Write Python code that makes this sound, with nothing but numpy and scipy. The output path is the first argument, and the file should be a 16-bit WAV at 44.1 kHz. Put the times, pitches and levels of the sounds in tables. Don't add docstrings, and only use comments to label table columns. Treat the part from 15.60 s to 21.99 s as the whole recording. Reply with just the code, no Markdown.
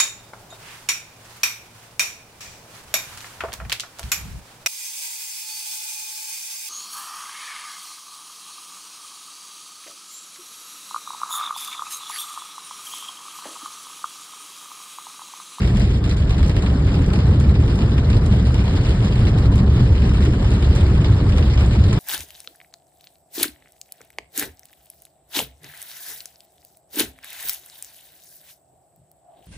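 import sys
import numpy as np
from scipy import signal
from scipy.fft import rfft, irfft, next_fast_len
from scipy.io import wavfile
from scipy.ndimage import uniform_filter1d, map_coordinates

SR = 44100
rng = np.random.default_rng(int(sys.argv[2]) if len(sys.argv) > 2 else 0)


def generate_wav(signal):
    frames = np.transpose(np.atleast_2d(signal))
    scaled = np.clip(frames, -1, 1) * 32767
    pcm = np.round(scaled).astype(np.int16)
    wavfile.write(sys.argv[1], SR, pcm)


N = 281799


def amp(db):
    return 10 ** (np.asarray(db) / 20)


def unit(x):
    return x / np.sqrt(np.mean(x ** 2) + 1e-20)


def along(points, hz):
    f, v = np.transpose(points)
    return np.interp(np.log(hz + 1), np.log(f + 1), v)


def curves(rows):
    s, *cols = np.transpose(rows)
    t = np.arange(N) / SR
    return [np.interp(t, s, c) for c in cols]


def filtered(x, response):
    m = next_fast_len(N + SR // 2)
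    hz = np.fft.rfftfreq(m, 1 / SR)
    return irfft(rfft(x, m) * response(hz), m)[..., :N]


def ringing(modes, even):
    def shell(f):
        total = 0
        for k, (centre_hz, width_hz, db) in enumerate(modes):
            damping = 1j * f * width_hz
            total = total + (-1) ** k * amp(db) * damping / (centre_hz ** 2 - f ** 2 + damping)
        return total

    x = unit(filtered(rng.standard_normal(N), shell))
    envelope = np.abs(signal.hilbert(x, next_fast_len(N))[:N])
    swell = uniform_filter1d(envelope, size=700)
    return unit(x / (swell + 0.79) ** even)


def wobble(per_s):
    return map_coordinates(rng.standard_normal(200), [np.arange(N) * per_s / SR])


def swells(rows, half_s):
    out = np.zeros(N + SR)
    t = np.arange(-SR // 8, SR // 8) / SR
    for (s, hz, db), turn in zip(rows, rng.random(len(rows))):
        tone = np.sin(2 * np.pi * (hz * t + turn))
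        out[round(s * SR):][:len(t)] += amp(db) * np.exp(-(t / half_s) ** 2) * tone
    return out[SR // 8:][:N]


def hum():
    centre_s, pitch_hz, peak_db, half_s = 1.3, 280, -27, 0.17
    t = np.arange(N) / SR
    return amp(peak_db) * np.exp(-((t - centre_s) / half_s) ** 2) * np.sin(2 * np.pi * pitch_hz * t)


def boom():
    # t/s, drum level/dB, upper level/dB
    levels = [(0.0, -17.5, -20.5), (0.91, -22, -20), (1.69, -19, -17), (2.88, -17, -19), (3.22, -28.5, -19),
              (3.98, -14, -16), (4.4, -16, -19.5), (4.79, -18.5, -16.5), (5.21, -14.5, -23),
              (5.39, -18.5, -15.5), (6.0, -15, -21), (6.39, -22, -12.5)]
    # f/Hz, width/Hz, relative level/dB
    sway_modes = [(45.6, 21.3, 0)]
    drum_modes = [(66.25, 9.9, 3), (80.7, 9.5, -9.5)]
    upper_modes = [(96.1, 14.9, -1.5), (122.2, 21, -0.5), (156, 46.6, -6.5), (205, 32, -10),
                   (278.8, 6.4, -13.5), (346, 20, -20.5), (391.4, 38, -21)]
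    # t/s, f/Hz, peak before cabin filter/dB
    low_swells = [(0.039, 69.6, -10), (0.828, 72.6, -6), (1.245, 72, -12), (1.406, 80, -9.5),
                  (1.706, 90, -8.5), (1.788, 90, -11), (1.887, 68, -4), (2.006, 75, -10), (2.123, 64, -17),
                  (2.236, 72, -5.7), (2.314, 95.5, -14), (2.492, 77.4, -9.5), (2.567, 100.5, -7),
                  (2.72, 92, -11.5), (3.155, 88, -10.5), (3.308, 66, -7), (3.412, 103, -11),
                  (3.58, 89, -15), (3.66, 71.5, -11), (3.881, 80, -28), (3.951, 102, -17),
                  (4.075, 77.5, -20), (4.319, 90.5, -7.5), (4.621, 68, -7.5), (4.988, 74.5, -8.5),
                  (5.102, 82, -10.5), (5.23, 82.3, -6), (5.506, 109, -9), (5.567, 94, -15),
                  (5.673, 87.5, -11.5), (5.795, 73, -5.5), (6.033, 76.4, -10.5), (6.219, 81, -6.5),
                  (6.365, 81, -13)]
    # t/s, f/Hz, peak before cabin filter/dB
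    thuds = [(0.038, 192, -15.5), (0.16, 203, -15.5), (0.237, 200, -15.5), (1.16, 250, -19),
             (1.405, 266, -21), (1.582, 209, -14), (1.724, 210, -16.5), (1.848, 236, -20.5),
             (2.001, 275, -17.5), (2.216, 220, -17.5), (2.396, 229, -20), (2.512, 201, -14),
             (2.719, 200, -13), (2.999, 198, -15), (3.454, 204, -13), (3.622, 217, -20), (3.954, 219, -16),
             (4.033, 223, -16), (4.205, 238, -19.5), (4.439, 224, -19.5), (4.612, 224, -15.5),
             (4.693, 309, -15.5), (4.81, 220, -18), (5.35, 207, -19), (5.847, 219, -19), (6.188, 214, -14)]
    sway_db, drift_db, drift_per_s = -19.5, 0.34, 9
    swell_half_s, thud_half_s = 0.021, 0.012

    def drifting(db):
        return amp(db + drift_db * wobble(drift_per_s))

    def cabin(hz):
        trim = 1 / (1 + (hz / 450) ** 4)
        vents = hz ** 4 / (hz ** 4 + 24 ** 4)
        return trim * vents

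    drum_db, upper_db = curves(levels)
    sway = drifting(sway_db) * ringing(sway_modes, even=1.0)
    drum = drifting(drum_db) * ringing(drum_modes, even=0.82)
    upper = drifting(upper_db) * ringing(upper_modes, even=0.24)
    bumps = swells(low_swells, swell_half_s) + swells(thuds, thud_half_s)
    return filtered(sway + drum + upper + hum() + bumps, cabin)


def small_stones(per_s, spread_db, most_db):
    draw = rng.random((6000, 4))
    at = np.cumsum(-np.log(draw[:, 0])) * SR / per_s
    keep = at < N
    size_db = np.minimum(-spread_db * np.log(draw[keep, 1:]), most_db)
    size_db[:, ::2] = (size_db[:, ::2] + 3 * size_db[:, 1:2]) / 4
    return [np.bincount(at[keep].astype(int), amp(2 * db), N) for db in size_db.T]


def struck(blows, crack_s, tail_s, tail_db, rise_s=0.0029):
    tap_db = -15
    t = np.arange(SR // 5) / SR
    tap = amp(2 * tap_db) * np.exp(-(2 * t / rise_s - 2) ** 2)
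    rise = 1 - np.exp(-(t / rise_s) ** 2)
    decay = amp(-120 * t / crack_s) + amp(2 * tail_db - 120 * t / tail_s)
    return np.abs(signal.fftconvolve(blows, tap + rise * decay)[:N])


def mottled(patchy_db):
    z = signal.stft(rng.standard_normal((2, N)), nperseg=256)[2]
    field = rng.standard_normal(z.shape[1:])
    field = uniform_filter1d(field, size=4, axis=0)
    field = uniform_filter1d(field, size=6, axis=1)
    return unit(signal.istft(z * amp(patchy_db * unit(field)), nperseg=256)[1][:, :N])


def stereo(pair, colour):
    # f/Hz, correlation (1 = centred, -1 = opposed)
    correlation = [(150, .9995), (280, .98), (400, .8), (800, .3), (1800, .55), (2600, -.78), (3200, -.68),
                   (4000, .08), (5200, .15), (5650, -.98), (5900, -.995), (6700, -.992), (7100, .96),
                   (8800, .975), (9400, -.997), (10900, -.997), (11500, .96)]

    def split(hz):
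        turn = np.arccos(along(correlation, hz)) / 2
        return amp(along(colour, hz)) * [np.cos(turn), np.sin(turn)]

    mid, side = filtered(pair, split)
    colour_power = amp(2 * along(colour, np.linspace(0, SR / 2, num=4096)))
    return np.array([mid + side, mid - side]) / np.sqrt(np.mean(colour_power))


def pelted(colour, level_db, small, share, large, crack_s, tail_s, tail_db):
    patter = struck(small, 0.4 * crack_s, tail_s, tail_db - 3, rise_s=0.001)
    storm = amp(2 * level_db) * (1 - share + share * patter / patter.mean())
    power = storm + struck(large, crack_s, tail_s, tail_db)
    return stereo(np.sqrt(power) * mottled(patchy_db=2), colour)


def dips():
    # start/s, end/s, depth/dB
    dip_rows = [(0.391, 0.438, -9), (0.551, 0.562, -11), (0.65, 0.673, -6), (0.922, 0.945, -4),
                (1.772, 1.8, -4.5), (1.922, 1.94, -6), (2.4, 2.435, -2.5), (2.595, 2.612, -6),
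                (3.704, 3.777, -3.5), (3.878, 3.919, -9.5), (4.01, 4.063, -5), (5.375, 5.404, -5)]
    fall_s, return_s = 0.0071, 0.003
    t = np.arange(N) / SR
    return sum(db / 2 * (np.tanh((t - a) / fall_s) - np.tanh((t - b) / return_s)) for a, b, db in dip_rows)


def snaps(blows):
    # f/Hz, gain/dB
    snap_colour = [(1500, -27), (3000, -1), (6200, 3), (9000, -2), (10500, -4), (12000, -12), (13200, -45)]
    power = struck(blows, crack_s=0.003, tail_s=0.03, tail_db=-15, rise_s=0.0014)
    return filtered(np.sqrt(power) * rng.standard_normal(N), lambda hz: amp(along(snap_colour, hz)))


def hail():
    # t/s, roof drumming level/dB, glass rattle level before dips/dB
    storm = [(0.0, -30.5, -36), (0.3, -35, -39), (0.65, -34, -39), (1.07, -31.5, -41.5), (1.85, -31.5, -40),
             (2.4, -31, -39.5), (2.9, -32.5, -39), (3.52, -30, -35.5), (3.72, -31.5, -39.5),
             (4.05, -31.5, -40), (4.5, -31, -38), (4.9, -31.5, -38.5), (5.46, -31.5, -39.5),
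             (6.39, -31.5, -37.5)]
    # t/s, crack/dB, tick/dB, snap before its colour/dB
    stones = [(0.17, -19.5, -29, -26), (0.196, -23, -23, -36), (0.44, -24.5, -30.5, -34),
              (0.494, -24, -24, -50), (0.511, -21.5, -29, -50), (0.568, -25.5, -29, -27),
              (0.7057, -20, -29, -52), (0.7806, -21.5, -29.5, -47), (0.828, -19, -29.5, -34),
              (0.862, -29, -26, -34), (0.8804, -37, -29, -34), (0.8946, -17, -26, -40),
              (0.964, -16, -27.5, -38), (1.022, -21, -27, -48), (1.061, -18.5, -32, -50),
              (1.266, -22.5, -35, -50), (1.3412, -19.5, -33, -52), (1.4182, -23.5, -30, -37),
              (1.352, -28, -36, -50), (1.461, -26, -29, -34), (1.502, -25.5, -36, -50),
              (1.533, -16, -24.5, -30), (1.557, -21.5, -30, -50), (1.588, -19.5, -38, -52),
              (1.799, -27.5, -28, -27), (1.953, -21, -52, -44), (2.0782, -21, -36, -49),
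              (2.1549, -25, -28, -29), (2.188, -21, -31, -48), (2.3168, -21.5, -43, -39),
              (2.379, -18.5, -31, -46), (2.5, -17.5, -27, -44), (2.529, -20, -39, -48),
              (2.566, -22.5, -34, -38), (2.662, -23.5, -27, -22), (2.724, -22, -34, -42),
              (2.869, -23.5, -30.5, -53), (2.942, -19, -26, -35), (2.989, -21, -42, -50),
              (3.078, -19.5, -36, -50), (3.108, -25, -38, -48), (3.235, -29, -38, -50),
              (3.279, -32, -34.5, -43), (3.291, -30, -29, -52), (3.445, -21.5, -31, -50),
              (3.603, -24, -30, -50), (3.668, -17.5, -33, -50), (3.68, -22.5, -28.5, -47),
              (3.7837, -24.5, -35, -27), (3.8557, -23.5, -31, -48), (3.917, -27.5, -34, -36),
              (3.956, -22, -27, -23), (3.9786, -19.5, -33, -46), (3.988, -21, -33, -47),
              (4.419, -21.5, -34, -52), (4.439, -23, -34, -50), (4.491, -22, -33, -44),
              (4.543, -23.5, -34, -50), (4.638, -30.5, -33, -34), (4.65, -20, -26, -50),
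              (4.844, -26, -40, -57), (4.903, -28.5, -29.5, -57), (4.914, -25.5, -30, -50),
              (4.935, -27.5, -32.5, -52), (5.024, -20.5, -32, -53), (5.043, -22.5, -34, -49),
              (5.15, -24, -23.5, -38), (5.159, -18, -24.5, -30), (5.207, -22, -29, -48),
              (5.4437, -14.5, -33, -33), (5.519, -31.5, -33, -32), (5.694, -24, -31.5, -44),
              (5.721, -20.5, -36, -54), (5.772, -21, -30, -37), (5.781, -16.5, -25, -28),
              (5.8247, -18.5, -46, -52), (5.974, -16.5, -34, -55), (5.99, -23, -32, -52),
              (6.007, -22, -31, -50), (6.0607, -26, -27.5, -40), (6.129, -29.5, -35, -50),
              (6.239, -19.5, -29, -40), (6.3086, -22.5, -35, -49), (6.328, -17, -24, -50)]
    # f/Hz, relative spectral density/dB
    roof_colour = [(150, -30), (260, -3), (400, -4), (560, -9), (800, -13), (1200, -15), (1800, -21),
                   (2600, -38), (4000, -90)]
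    glass_colour = [(600, -40), (1300, -8), (2000, -2), (3000, 0), (4000, -4), (5200, -8), (6200, -20),
                    (8000, -70)]
    tick_colour = [(3000, -40), (5000, -6), (6200, 0), (7200, -3), (9000, -6), (10200, -5), (11200, -11),
                   (11700, -17), (12300, -60)]
    knock_db, patter_db = -11, -13

    drum_db, rattle_db = curves(storm)
    on_roof, in_glass, on_glass = small_stones(per_s=400, spread_db=5.5, most_db=11.5)
    s, crack_db, tick_db, snap_db = np.transpose(stones)

    def blows(db):
        return np.bincount((s * SR).astype(int), amp(2 * db), N)

    roof = pelted(roof_colour, drum_db, on_roof, share=0.58, large=blows(crack_db + knock_db),
                  crack_s=0.032, tail_s=0.41, tail_db=-4.0)
    glass = pelted(glass_colour, rattle_db, in_glass, share=0.81, large=blows(crack_db),
                   crack_s=0.011, tail_s=0.16, tail_db=-15.5)
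    ticks = pelted(tick_colour, rattle_db + patter_db, on_glass, share=0.84, large=blows(tick_db),
                   crack_s=0.0081, tail_s=0.18, tail_db=-20)
    return roof + amp(dips()) * (glass + ticks) + snaps(blows(snap_db))


def scene():
    return boom() + hail()


def record(dry):
    # f/Hz, left re right/dB
    lean = [(330, -1.5), (470, -4.5), (660, 1.5), (1100, 2.5), (1900, 0.5), (4400, -1), (5400, 0)]
    ceiling, knee, top_hz = 0.95, 4.5, 13500
    x = filtered(dry, lambda hz: amp(along(lean, hz) * (hz > 300) * [[0.5], [-0.5]]))
    x = x / (1 + np.abs(x / ceiling) ** knee) ** (1 / knee)
    return filtered(x, lambda hz: hz < top_hz)


dry = scene()
out = record(dry)
generate_wav(out)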